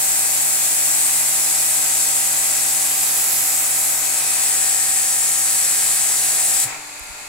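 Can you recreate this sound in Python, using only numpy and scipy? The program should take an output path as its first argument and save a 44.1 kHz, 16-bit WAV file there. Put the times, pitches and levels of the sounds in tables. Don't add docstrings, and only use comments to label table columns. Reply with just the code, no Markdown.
import sys
import numpy as np
from scipy import signal
from scipy.fft import rfft, irfft, next_fast_len
from scipy.io import wavfile
from scipy.ndimage import uniform_filter1d, map_coordinates

SR = 44100
rng = np.random.default_rng(int(sys.argv[2]) if len(sys.argv) > 2 else 0)


def unload_audio(sound):
    columns = np.transpose(np.atleast_2d(sound))
    steps = np.round(np.clip(columns, -1, 1) * 32767)
    wavfile.write(sys.argv[1], SR, steps.astype(np.int16))


N = 321048

# time_s, relative_db
JET_STRENGTH = [(0, -18.5), (1.7, -18.5), (2.8, -19.5), (3.25, -20.2), (3.75, -19.5), (4.05, -20.6),
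                (4.4, -18.5), (5.2, -18.5), (5.6, -18), (6.62, -18.5)]
# time_s, lead_microseconds
JET_LEFT_LEAD = [(0, 58), (2.6, 24), (3.05, -13), (4.0, 13), (4.4, 41), (6.6, 34)]
# pitch_hz, relative_db
SPRAY_TONE = [(60, -14.5), (200, -14.5), (400, -12.5), (700, -5.5), (1300, -5), (2300, -2), (3100, -2.5),
              (4500, -0.5), (6000, -0.5), (9000, 0.5), (12000, 0.5), (16000, -3)]
# time_s, boost_db
SPLASH_BOOST = [(0, -0.8), (2.4, 0.5), (3.1, 2.2), (3.85, -0.4), (4.2, 0.8), (5.2, -1.5), (5.85, 0.2),
                (6.6, .2)]
# pitch_hz, level_db
PLAIN_OVERTONES = [(48, -82), (240, -85.5), (400, -63.5), (600, -70), (850, -38), (1020, -62.5),
                   (1500, -59), (1900, -54), (2150, -59.5), (2520, -60), (2650, -53.5), (2900, -76)]
# overtone_number, first_place_db, second_place_db, free_db
STRONG_OVERTONES = [(3, -52, -52, -72), (6, -51.5, -55.5, -59.5), (8, -63.5, -65, -61), (9, -58, -57, -63),
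                    (11, -56, -53, -77), (12, -61.5, -71, -55.5), (13, -48.5, -59, -64),
                    (15, -53, -51, -54), (16, -41.5, -42.5, -61), (17, -52, -56, -60),
                    (18, -51, -53.5, -53), (19, -49.5, -67, -68), (23, -63, -62, -59),
                    (25, -56.5, -64, -58), (27, -50.5, -46.5, -61), (28, -58, -57, -53.5),
                    (31, -60, -75, -64), (32, -52, -55, -68), (34, -48, -47.5, -54), (36, -62, -54, -72),
                    (38, -60, -41, -66), (40, -49, -46.5, -70), (41, -49.5, -52, -62),
                    (42, -58.5, -54, -62), (43, -49.5, -50, -51), (47, -50, -47.5, -54),
                    (50, -51, -57, -72), (51, -61, -68, -51)]
# pitch_hz, level_db
MAINS_HUM = [(100, -67), (300, -63.5)]
# pitch_hz, relative_db
CLATTER_TONE = [(30, -8), (200, -15.5), (400, -7), (550, -7), (800, -0.5), (1100, 1.5), (1600, 0),
                (2100, 2.5), (2580, 4), (2720, -3), (2850, -7.5), (6000, -13), (16000, -48)]
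# middle_s, spread_s, pitch_hz, width_hz, level_db
CLATTER_RINGS = [(4.28, 0.22, 2535, 130, -40.5), (6.4, 0.15, 625, 120, -45.5)]
# start_s, pitch_hz, level_db, rise_s, left_over_right_db
DULL_THUMPS = [(6.647, 120, -35, .016, 1), (7.005, 48, -41, .011, -14), (7.098, 56, -44, .012, -16)]
# start_s, relative_db
NEAR_DROPS = [(6.8274, -31), (6.8414, -30), (6.8724, -30), (6.9014, -29), (6.9274, -32), (6.995, -23),
              (7.0374, -31), (7.0444, -33), (7.0953, -31), (7.2024, -35)]
# pitch_hz, relative_db
RUNNING_WATER_TONE = [(300, -24), (2800, -4), (3400, -1.5), (4500, 3.5), (5700, -7.5), (6700, -1.5),
                      (7800, -8), (10000, -8.5), (12500, -12.5), (16000, -19)]
# time_s, level_db
DRAUGHT_LEVEL = [(0, -59), (4.9, -63), (6, -57), (7.28, -53.5)]
# pitch_hz, relative_db
DRAUGHT_TONE = [(15, 1), (35, 2), (60, -5), (90, -20), (200, -9), (500, -40), (2000, -82)]
# pitch_hz, fade_s
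ECHO_FADE = [(200, 0.91), (2000, 0.37), (7000, 0.56), (12000, 0.21), (16000, 0.47)]
# pitch_hz, likeness (1 = the same)
EAR_LIKENESS = [(30, 0.056), (70, 0.21), (150, 0.96), (800, 0.62), (1400, 0.028), (2400, 0.36),
                (3200, -0.12), (4500, -0.04), (16000, 0.029)]
# pitch_hz, width_hz, boost_db
LEFT_DUCT = [(7730, 1030, 18), (4700, 960, 0.3), (15000, 4000, 0.9)]
# pitch_hz, width_hz, boost_db
RIGHT_DUCT = [(10300, 3300, 12.5), (7750, 1000, 1.6), (15000, 4000, 0.5)]

LOADED_HZ, FREE_HZ = 48.04, 49.7
MOVE_S, MOVE_LENGTH_S = 4.35, 0.76
PASS_S, PASS_WIDTH_S = 3.3, 0.28


def spray():
    spot_share = between(0.32, 0.6, ramp(MOVE_S, MOVE_LENGTH_S))
    spot = unit(filtered(rng.standard_normal(N), lambda hz: amp(along(SPRAY_TONE, hz))))
    spot = np.array([spot, delayed(spot, curve(JET_LEFT_LEAD))])
    water = np.sqrt(spot_share) * spot + np.sqrt(1 - spot_share) * room_noise(SPRAY_TONE)
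    water = patchy(water, depth_db=0.56)
    clumps = unit(uniform_filter1d(rng.standard_normal(N), size=40))
    return unit(water * np.exp(0.08 * clumps))


def jet(turns, splash_hz=5500, mist_hz=10800, release_s=6.642, collapse_db_per_s=760):
    water = spray()
    splash = filtered(water, lambda hz: 1 / (1 + (hz / splash_hz) ** 8))
    mist = filtered(water, lambda hz: 1 - 1 / (1 + (hz / mist_hz) ** 16))
    middle = water - splash - mist
    passing = bell(PASS_S, PASS_WIDTH_S)
    mist_db = 1.5 * passing - 1.5 * bell(2.7, 0.16)
    mist_pan_db = between(1.5, 2, ramp(MOVE_S, MOVE_LENGTH_S)) - 5.5 * passing
    hiss = middle + splash * amp(curve(SPLASH_BOOST)) + mist * amp(mist_db) * sides(mist_pan_db)
    collapse_db = collapse_db_per_s * np.maximum(seconds() - release_s, 0)
    flutter_db = 0.19 * wobble(16)
    throb = 1 + 0.036 * np.sin(2 * np.pi * 3 * turns)
    return hiss * amp(curve(JET_STRENGTH) - 7 - collapse_db + flutter_db) * throb


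def past_glove(sound, settle_s=4.15, fade_s=0.45, leave_s=6.5):
    left, right = sound
    delay_microseconds = 33 + 180 * np.maximum(settle_s - seconds(), 0)
    settled = ramp(settle_s + fade_s / 2, fade_s)
    echo_gain = 0.23 * ramp(PASS_S - PASS_WIDTH_S, fade_s) * (1 - settled)
    echo = echo_gain * delayed(right, delay_microseconds)
    treble = filtered(right, lambda hz: band(hz, centre_hz=12150, width_hz=1400))
    shaded = 0.35 * settled * (1 - ramp(leave_s, 0.2)) * treble
    return np.array([left, (right - shaded + echo) / np.sqrt(1 + echo_gain ** 2)])


def pump_drone(turns, load, free_drop_db=8, pan_db=-1.3):
    strong = {round(number): levels for number, *levels in STRONG_OVERTONES}
    moved = 0.82 * ramp(MOVE_S, MOVE_LENGTH_S)
    drone = np.zeros((2, N))
    for number in range(2, 57):
        hz = number * LOADED_HZ
        plain_db = along(PLAIN_OVERTONES, hz)
        first, second, free = amp(strong.get(number, (plain_db, plain_db, plain_db - free_drop_db)))
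        level = np.sqrt(2) * between(free, between(first, second, moved), load)
        waver = 0.21 * np.sqrt(hz / 1000)
        phase = 2 * np.pi * (number * turns + rng.random()) + waver * wobble(2.91)
        apart = rng.choice([-1, 1]) * ear_angle(hz)
        for ear, sign in enumerate((1, -1)):
            swell = np.exp(waver * (wobble(1.54) - waver))
            drone[ear] += level * swell * np.sin(phase + sign * apart)
    return drone * sides(pan_db)


def pump_whine(load):
    jitter = 0.87 * np.array([wobble(9.8), wobble(9)])
    return load * tone(hz=2519, db=-48, phase=jitter)


def pump_clatter(load, free_db=-40.5, loaded_db=-39):
    gush_db = 7.5 * bell(6.72, 0.051)
    swell_db = 2.5 * bell(3.83, 0.32)
    clatter = amp(between(free_db, loaded_db, load) + gush_db + swell_db) * room_noise(CLATTER_TONE)
    rattle = room_noise(CLATTER_TONE)
    for middle_s, spread_s, pitch_hz, width_hz, db in CLATTER_RINGS:
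        ring = unit(filtered(rattle, lambda hz: band(hz, pitch_hz, width_hz)))
        clatter += amp(db) * bell(middle_s, spread_s) * ring
    return clatter


def motor_hum():
    return sum(tone(hz, db) for hz, db in MAINS_HUM)


def thumps():
    out = np.zeros((2, N))
    for start_s, hz, db, rise_s, pan_db in DULL_THUMPS:
        age = np.maximum(seconds() - start_s, 0)
        swell = age / rise_s * np.exp((1 - (age / rise_s) ** 2) / 2)
        out += amp(db) * sides(pan_db) * swell * np.sin(2 * np.pi * hz * age)
    return out


def drops(fade_s=0.0054, centre_hz=10000, pan_db=-14, count=900):
    age = np.arange(SR // 50) / SR
    patter = [(when * N / SR, -42 - 10 * softness) for when, softness in rng.random((count, 2))]
    ticks = np.zeros(N + SR)
    for start_s, db in list(NEAR_DROPS) + patter:
        tick = rng.standard_normal(len(age)) * amp(-60 * age / fade_s)
        ticks[round(start_s * SR):][:len(age)] += amp(db - 4.5) * tick / np.abs(tick).max()
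    return filtered(ticks[:N], lambda hz: 1 / (1 + (2 * (hz / centre_hz - 1)) ** 2)) * sides(pan_db)


def running_water(level_db=-42.5):
    return amp(level_db) * room_noise(RUNNING_WATER_TONE)


def draught(puff_db=3.5):
    return amp(curve(DRAUGHT_LEVEL) + puff_db * wobble(6)) * room_noise(DRAUGHT_TONE)


def garage_echo(sound, pieces=16):
    out = np.zeros((2, N + SR))
    step = N // pieces + 1
    for start in range(0, N, step):
        hz, age, noise = signal.stft(rng.standard_normal((2, SR // 2)), SR, nperseg=256)
        fade = amp(-60 * age / along(ECHO_FADE, hz)[:, None])
        tail = signal.istft(noise * fade, SR, nperseg=256)[1]
        echo = signal.fftconvolve(sound[:, start:start + step], tail / np.linalg.norm(tail[0]), axes=1)
        out[:, start:start + echo.shape[1]] += echo
    return out[:, :N]


def duct(rings, hz):
    gain = 1
    for pitch_hz, width_hz, db in rings:
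        damping = 1j * hz * width_hz
        gain = gain * (1 + (amp(db) - 1) * damping / (pitch_hz ** 2 - hz ** 2 + damping))
    return gain


def room_noise(colour):
    def response(hz):
        angle = ear_angle(hz)
        return amp(along(colour, hz)) * [np.cos(angle), np.sin(angle)]
    shared, opposite = filtered(rng.standard_normal((2, N)), response)
    return unit(np.array([shared + opposite, shared - opposite]))


def ear_angle(hz):
    return np.arccos(np.clip(along(EAR_LIKENESS, hz), -1, 1)) / 2


def patchy(sound, depth_db):
    grid = signal.stft(sound, nperseg=256)[2]
    swells = uniform_filter1d(rng.standard_normal(grid.shape[1:]), size=10, axis=0)
    swells = uniform_filter1d(swells, size=16, axis=1)
    return signal.istft(grid * amp(depth_db * unit(swells)), nperseg=256)[1][..., :N]


def filtered(sound, response):
    size = next_fast_len(N + SR // 4, True)
    return irfft(rfft(sound, size) * response(np.fft.rfftfreq(size, 1 / SR)), size)[..., :N]


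def delayed(sound, microseconds):
    return map_coordinates(sound, [np.arange(N) - microseconds * SR / 1e6], order=5)


def tone(hz, db, phase=0):
    return np.sqrt(2) * amp(db) * np.sin(2 * np.pi * hz * seconds() + phase)


def wobble(per_s):
    coarse = np.linspace(0, N, 2048)
    smooth = map_coordinates(rng.standard_normal(1024), [coarse * per_s / SR], mode="wrap")
    return np.interp(np.arange(N), coarse, smooth)


def ramp(middle_s, length_s):
    progress = np.clip((seconds() - middle_s) / length_s, -0.5, 0.5)
    return (1 + np.sin(np.pi * progress)) / 2


def bell(middle_s, width_s):
    return np.exp(-((seconds() - middle_s) / width_s) ** 2 / 2)


def band(hz, centre_hz, width_hz):
    return np.exp(-np.log(2) * (2 * (hz - centre_hz) / width_hz) ** 2)


def along(table, hz):
    pitches, values = np.transpose(table)
    return np.interp(np.log(hz + 1), np.log(pitches + 1), values)


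def curve(table):
    return np.interp(seconds(), *np.transpose(table))


def between(first, second, share):
    return first + share * (second - first)


def sides(db):
    return amp(np.array([np.atleast_1d(db), -np.atleast_1d(db)]) / 2)


def amp(db):
    return 10 ** (np.asarray(db) / 20)


def unit(sound):
    return sound / np.sqrt(np.mean(sound ** 2) + 1e-20)


def seconds():
    return np.arange(N) / SR


def scene(echo_db=-7):
    load = 1 - ramp(6.75, 0.3)
    turns = np.cumsum(between(FREE_HZ, LOADED_HZ, load)) / SR
    hiss = jet(turns)
    pump = pump_drone(turns, load) + pump_whine(load) + pump_clatter(load) + motor_hum()
    background = running_water() + draught()
    return past_glove(hiss) + amp(echo_db) * garage_echo(hiss) + pump + background + drops() + thumps()


def record(dry, top_hz=15780):
    return filtered(dry, lambda hz: np.array([duct(LEFT_DUCT, hz), duct(RIGHT_DUCT, hz)]) * (hz < top_hz))


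dry = scene()
out = record(dry)
unload_audio(out)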